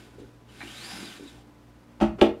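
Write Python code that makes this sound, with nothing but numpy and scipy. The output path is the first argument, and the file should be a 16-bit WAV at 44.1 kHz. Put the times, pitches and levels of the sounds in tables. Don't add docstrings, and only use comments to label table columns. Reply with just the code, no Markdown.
import sys
import numpy as np
from scipy import signal
from scipy.fft import rfft, irfft
from scipy.io import wavfile
from scipy.ndimage import uniform_filter1d

SR = 44100
rng = np.random.default_rng(int(sys.argv[2]) if len(sys.argv) > 2 else 0)


def materialize(psi):
    bounded = np.clip(np.atleast_2d(psi).T, -1, 1)
    quanta = np.round(bounded * 32767).astype(np.int16)
    wavfile.write(sys.argv[1], SR, quanta)


def amplitude_ratio(level_db):
    exponent = np.asarray(level_db, float) / 20
    return 10 ** exponent


N = 105840


def rms_one(x):
    return x / np.sqrt(np.mean(x ** 2) + 1e-20)


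def at_hz(points, hz):
    table_hz, values = np.array(points).T
    return np.interp(np.log(hz + 1), np.log(table_hz), values)


def coloured(x, spectrum):
    gain = amplitude_ratio(at_hz(spectrum, np.fft.rfftfreq(len(x), 1 / SR)))
    return irfft(rfft(x) * gain, len(x))


def drift(rate_hz):
    r = np.exp(-2 * np.pi * rate_hz / SR)
    return rms_one(signal.lfilter([1], [1, -2 * r, r * r], rng.standard_normal(N + SR))[SR:])


def ring(x, hz, t60):
    r, w = amplitude_ratio(-60 / (t60 * SR)), 2 * np.pi * hz / SR
    return signal.lfilter([0, np.sin(w)], [1, -2 * r * np.cos(w), r * r], x + 1e-18)


def add(out, s, hit):
    i = int(s * SR)
    out[i:i + len(hit)] += hit[:N - i]


# pitch in Hz, level in dB.
HUM_LINES = [(59.2, -58), (118.4, -56.5), (236.9, -63.5), (296.1, -59.5), (538.3, -76), (861.3, -73.5),
             (1001, -71.5), (1039, -100), (1475, -76)]
# frequency in Hz, level in dB per Hz.
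AIR_COLOUR = [(15, -38), (25, -11.5), (119, -10.5), (209, -8.5), (289, -9), (378, -13), (871, -19.5),
              (1200, -21), (15500, -45)]


def motor():
    t = np.arange(N) / SR
    hum = 0
    for hz, db in HUM_LINES:
        cycles = hz * t + rng.random() + 0.044 * drift(10)
        hum = hum + amplitude_ratio(db + 1.0 + 3.1 * drift(3.54)) * np.sin(2 * np.pi * cycles)
    air = rms_one(coloured(rng.standard_normal(N), AIR_COLOUR))
    return hum + amplitude_ratio(-57 + 0.6 * drift(20)) * air


# frequency in Hz, t60 in seconds.
STUDIO_DECAY = [(60, 0.43), (500, 0.33), (3000, 0.25), (8000, 0.16), (15000, 0.06)]


def studio(x):
    t, tail = np.arange(SR // 2) / SR, 0
    onset = np.clip(t / 0.0022 - 1, 0, 1)
    for low in 40 * 2. ** np.arange(9):
        octave = signal.butter(2, [low, min(2 * low, 19000)], "band", fs=SR, output="sos")
        band = signal.sosfilt(octave, rng.standard_normal(len(t)))
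        tail = tail + band * amplitude_ratio(-60 * t / at_hz(STUDIO_DECAY, 1.4 * low))
    tail = rfft(tail * onset)
    tail = irfft(tail / np.sqrt(uniform_filter1d(abs(tail) ** 2, size=48)), len(t))
    tail = tail * onset * np.clip(1 - t / 0.81, 0, 1)
    return signal.fftconvolve(x, tail / np.sqrt(np.sum(tail ** 2)))[:N]


def bumps(rows):
    out, t = np.zeros(N), np.arange(SR // 2) / SR
    for s, db, hz, t60 in rows:
        pair = np.sin(2 * np.pi * hz * t) + 0.5 * np.sin(2 * np.pi * 1.18 * hz * t)
        add(out, s, amplitude_ratio(db - 60 * t / t60) * (1 - np.exp(-t / 0.0036)) * pair)
    return out


# start in seconds, level in dB, pitch in Hz, t60 in seconds.
TABLE_THUMPS = [
    (2.012, -31, 56, 0.32),
    (2.014, -30.5, 116, 0.26),
    (2.212, -46, 48, 0.24),
    (2.215, -29, 84.4, 0.24),
    (.19, -47, 58, 0.16),
]


def table_thumps():
    return bumps(TABLE_THUMPS)


# start in seconds, level in dB, pitch in Hz, t60 in seconds.
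HINGE_BUMPS = [(.183, -31.5, 415, 0.052), (0.198, -31, 275, 0.061), (.210, -36, 400, 0.066),
               (0.633, -29.5, 285, 0.046), (.69, -37.5, 261, 0.098), (.915, -35.5, 790, 0.046),
               (0.931, -40, 192, 0.16), (0.986, -32.5, 309, 0.06), (1.005, -40.5, 199.7, 0.26),
               (1.0275, -31, 296, 0.061), (1.07, -56, 195, 0.16), (1.196, -29, 387, 0.031),
               (1.205, -29.5, 285.5, 0.056), (1.236, -41, 275, 0.19), (1.38, -42, 780, 0.031),
               (2.121, -34, 175, 0.12)]


def rocking(press_db):
    low_band = signal.butter(4, [170, 420], "band", fs=SR, output="sos")
    shake = rms_one(signal.sosfilt(low_band, rng.standard_normal(N)))
    rumble_db = -55.5 + 3.5 * drift(16) + 0.38 * (press_db - press_db.max())
    return amplitude_ratio(rumble_db) * shake + bumps(HINGE_BUMPS)


def struck(events, modes, touch_s):
    chance = rng.random((len(events), len(modes), 2))
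    out, t = np.zeros(N), np.arange(SR // 10) / SR
    for (s, db), own in zip(events, chance):
        hit = 0
        for (hz, mode_db, t60), (weaker, phase) in zip(modes, own):
            level = amplitude_ratio(db + mode_db - 6.0 * weaker - 60 * t / t60)
            hit = hit + level * np.sin(2 * np.pi * (hz * t + phase))
        add(out, s, (1 - np.exp(-t / touch_s)) * hit)
    return out


# start in seconds, level in dB.
EDGE_SNAPS = [
    (2.2102, -31),
    (2.2126, -18),
    (2.2141, -12.5),
    (2.219, -44),
    (2.011, -31.5),
    (2.029, -34),
]
# pitch in Hz, level in dB, t60 in seconds.
HANDLE_MODES = [(1640, -12, .015), (1880, -9, .008), (2150, -9, .008), (2360, -3, .008), (2560, -1, .008),
                (2780, -1, .008), (3050, -3, .008), (3300, 1, .008), (3600, -5, .008), (4100, -12, .008)]


def snaps():
    return struck(EDGE_SNAPS, HANDLE_MODES, 0.00014)


# frequency in Hz, level in dB per Hz.
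WASH_COLOUR = [(1200, -30), (2000, -12), (2400, 0.5), (3400, 3), (4200, -7.5), (6000, -27.5)]


def wash():
    out, t = np.zeros(N), np.arange(SR // 2) / SR
    noise = rms_one(coloured(rng.standard_normal(len(t)), WASH_COLOUR))
    add(out, EDGE_SNAPS[1][0], amplitude_ratio(-35 - 60 * t / 0.26) * (1 - np.exp(-t / .003)) * noise)
    return out


# start in seconds, push in dB, contact cut-off in Hz,
# crack level in dB, crack length in seconds.
KNOCK_CONTACTS = [
    (2.001, -41, 1500, -35, 0.033),
    (2.011, -22, 1500, -23.5, 0.0064),
    (2.016, -13.5, 1400, -29.5, 0.016),
    (2.024, -23, 916, -36, 0.0096),
    (2.185, -39, 1160, -43, 0.016),
    (2.19, -32, 690, -41, 0.014),
    (2.213, -31, 1485, -9, 0.0026),
    (2.2162, -6.5, 1104, -23, 0.011),
    (2.228, -40, 600, -29, 0.003),
    (2.252, -20, 690, -29.5, 0.0045),
]
# pitch in Hz, dB in the first knock, dB in the second knock, t60 in seconds.
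FRAME_MODES = [(215.2, 1, -7, 0.21), (275, -1.5, -2.5, .25), (333.5, 0, -3, 0.22), (374.4, -2.5, 5, 0.15),
               (461.5, -15, -8.5, 0.29), (524.5, -15, -10, 0.19), (586.6, -2.5, -2.5, 0.15),
               (656.3, -9.5, -9, 0.22), (620.6, -9, -14, 0.26), (774, -3, -1.5, 0.1),
               (859.5, -10, -13.5, 0.11), (897, -8, -12.5, 0.16), (1140, -15, -18, 0.17),
               (1299, -4.5, -6, 0.11)]
# frequency in Hz, level in dB per Hz.
CRACK_COLOUR = [(410, -8), (807, -1.5), (1050, -6.5), (1290, -6), (1760, -14.5), (2910, -12.5),
                (3730, -22.5), (9000, -35), (15500, -54)]


def frame():
    chance = rng.random((len(KNOCK_CONTACTS), len(FRAME_MODES), 2))
    boom, crack, t = np.zeros(N), np.zeros(N), np.arange(SR // 2) / SR
    touch = 1 - np.exp(-t / .0015)
    for (s, push_db, cut_hz, crack_db, crack_s), own in zip(KNOCK_CONTACTS, chance):
        hit = 0
        for (hz, first_db, second_db, t60), (weaker, phase) in zip(FRAME_MODES, own):
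            spot_db = first_db if s < 2.15 else second_db
            level = amplitude_ratio(push_db + spot_db - 3.5 - 2.2 * weaker - 60 * t / min(t60, .22))
            soft = 1 + (hz / cut_hz) ** 4
            hit = hit + level * np.sin(2 * np.pi * (hz * t + phase)) / soft
        burst = rms_one(coloured(rng.standard_normal(len(t)), CRACK_COLOUR))
        add(boom, s, touch * hit)
        add(crack, s, touch * amplitude_ratio(crack_db) * burst * np.exp(-t / crack_s))
    return boom * amplitude_ratio(1.8 * drift(45)), crack


def weave(rows):
    s, hz, db = np.transpose(rows)
    t = np.arange(N) / SR
    rate_hz = np.interp(t, s, hz)
    overtone = amplitude_ratio(-9) * (rate_hz / 5000) ** 2
    out = 0
    for part in range(5):
        uneven = 1 - .02 * part + .016 * drift(59.6)
        turn = 2 * np.pi * np.cumsum(rate_hz * uneven) / SR
        patchy = amplitude_ratio(-2.5 * part - 2.5 + 3 * drift(25))
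        out = out + patchy * drift(120) * (np.sin(turn) + overtone * np.sin(2 * turn))
    return out * amplitude_ratio(np.interp(t, s, db, left=-120, right=-120))


# time in seconds, threads per second in Hz, level in dB.
LIGHT_DRAGS = [(.47, 3070, -76), (.495, 3050, -59), (.56, 3000, -83), (.6, 3010, -85), (1.14, 3990, -77),
               (1.165, 4050, -47), (1.19, 3910, -80), (1.24, 3740, -70), (1.28, 3760, -55),
               (1.34, 3580, -76), (1.4, 3500, -83)]


def drags():
    return weave(LIGHT_DRAGS)


# time in seconds, threads per second in Hz, level in dB.
CORNER_GLIDE = [
    (1.03, 4130, -55),
    (1.065, 3860, -47),
    (1.095, 3390, -48),
    (1.125, 2984, -49),
    (1.17, 2920, -80),
]


def corner():
    return weave(CORNER_GLIDE)


# start in seconds, level in dB.
GRIP_SKIPS = [
    (.590, -43.5),
    (.597, -49),
    (.604, -32),
    (.606, -29),
    (.610, -38),
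    (.614, -27.5),
    (.618, -28.5),
    (.623, -31.5),
    (.628, -29),
    (.634, -40),
]
# pitch in Hz, level in dB, t60 in seconds.
SKIP_MODES = [(792, -3.5, 0.029), (1010, -4.5, 0.013), (1250, -2.5, 0.011), (1500, -0.5, 0.013),
              (1720, -5, .012), (1890, 0.5, 0.014), (1980, -6, 0.019), (2245, 6, 0.011), (2360, -9, 0.015),
              (3500, -8, 0.0094), (4050, -3, 0.011)]


def skips():
    return struck(GRIP_SKIPS, SKIP_MODES, .002)


# time in seconds, threads per second in Hz, level in dB.
STROKE_THREADS = [
    (0.589, 2047, -70),
    (.62, 2246, -57),
    (0.701, 3095, -51),
    (.8, 4165, -48),
    (.875, 5045, -50.5),
    (.97, 5000, -51),
    (1.05, 5050, -52),
    (1.11, 4950, -54),
]


def threads():
    return weave(STROKE_THREADS)


# time in seconds, hiss level in dB.
PRESSURE = [
    [(0.0, -63), (0.172, -76.5), (0.192, -67), (0.386, -88), (0.396, -80), (0.45, -99)],
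    [(0.46, -88), (0.494, -67.5), (0.65, -55.5), (0.902, -50), (0.936, -49.5), (1.076, -53), (1.148, -56),
     (1.2, -61)],
    [(1.2, -63.5), (1.29, -60.5), (1.426, -71), (1.452, -100), (1.464, -82), (1.48, -74)],
]


def pressure_db():
    s, db = np.concatenate(PRESSURE).T
    return np.interp(np.arange(N) / SR, s, db, right=-120)


# frequency in Hz, level in dB per Hz.
HISS_COLOUR = [(290, -46), (500, -12), (758, -6.5), (1770, -14.5), (1900, 0), (4840, -5.5), (5920, -10.5),
               (9650, -12), (15500, -26.5)]
# pitch in Hz, width in Hz, level in dB.
BLADE_MODES = [(780, 210, -8), (1547, 75, 6), (1623, 140, 6), (1798, 160, 11.5), (2470, 28, -10),
               (2830, 28, -17), (3950, 430, 6), (7550, 270, 1), (11870, 350, -27)]


def rub(press_db):
    slips_db = 2.5 * np.minimum(rng.exponential(1, N), 4) + 0.79 * drift(33)
    grit = rng.standard_normal(N) * amplitude_ratio(slips_db)
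    hiss = rms_one(coloured(grit, HISS_COLOUR))
    body = sum(amplitude_ratio(db) * rms_one(ring(grit, hz, 3.3 / width)) for hz, width, db in BLADE_MODES)
    return amplitude_ratio(press_db + 6) * (hiss + amplitude_ratio(-6) * rms_one(body))


def scene():
    press_db = pressure_db()
    blade = rub(press_db) + threads() + corner() + drags() + skips()
    boom, crack = frame()
    wood = rocking(press_db) + table_thumps() + crack
    snap = snaps()
    to_room = wood + amplitude_ratio(-6) * snap + amplitude_ratio(-7) * boom + amplitude_ratio(-6.5) * blade
    direct = blade + wood + snap + boom
    return (direct + amplitude_ratio(-1) * studio(to_room) + motor() + wash())[None]


def top_cut(x):
    return signal.sosfilt(signal.butter(12, 15810, fs=SR, output="sos"), x)


def record(dry):
    treble_cut = signal.cheby2(22, 50, 16050, fs=SR, output="sos")
    bass_cut = signal.butter(2, 32, "high", fs=SR, output="sos")
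    mix = signal.sosfilt(bass_cut, signal.sosfilt(treble_cut, dry))
    return top_cut(mix)


dry = scene()
out = record(dry)
materialize(out)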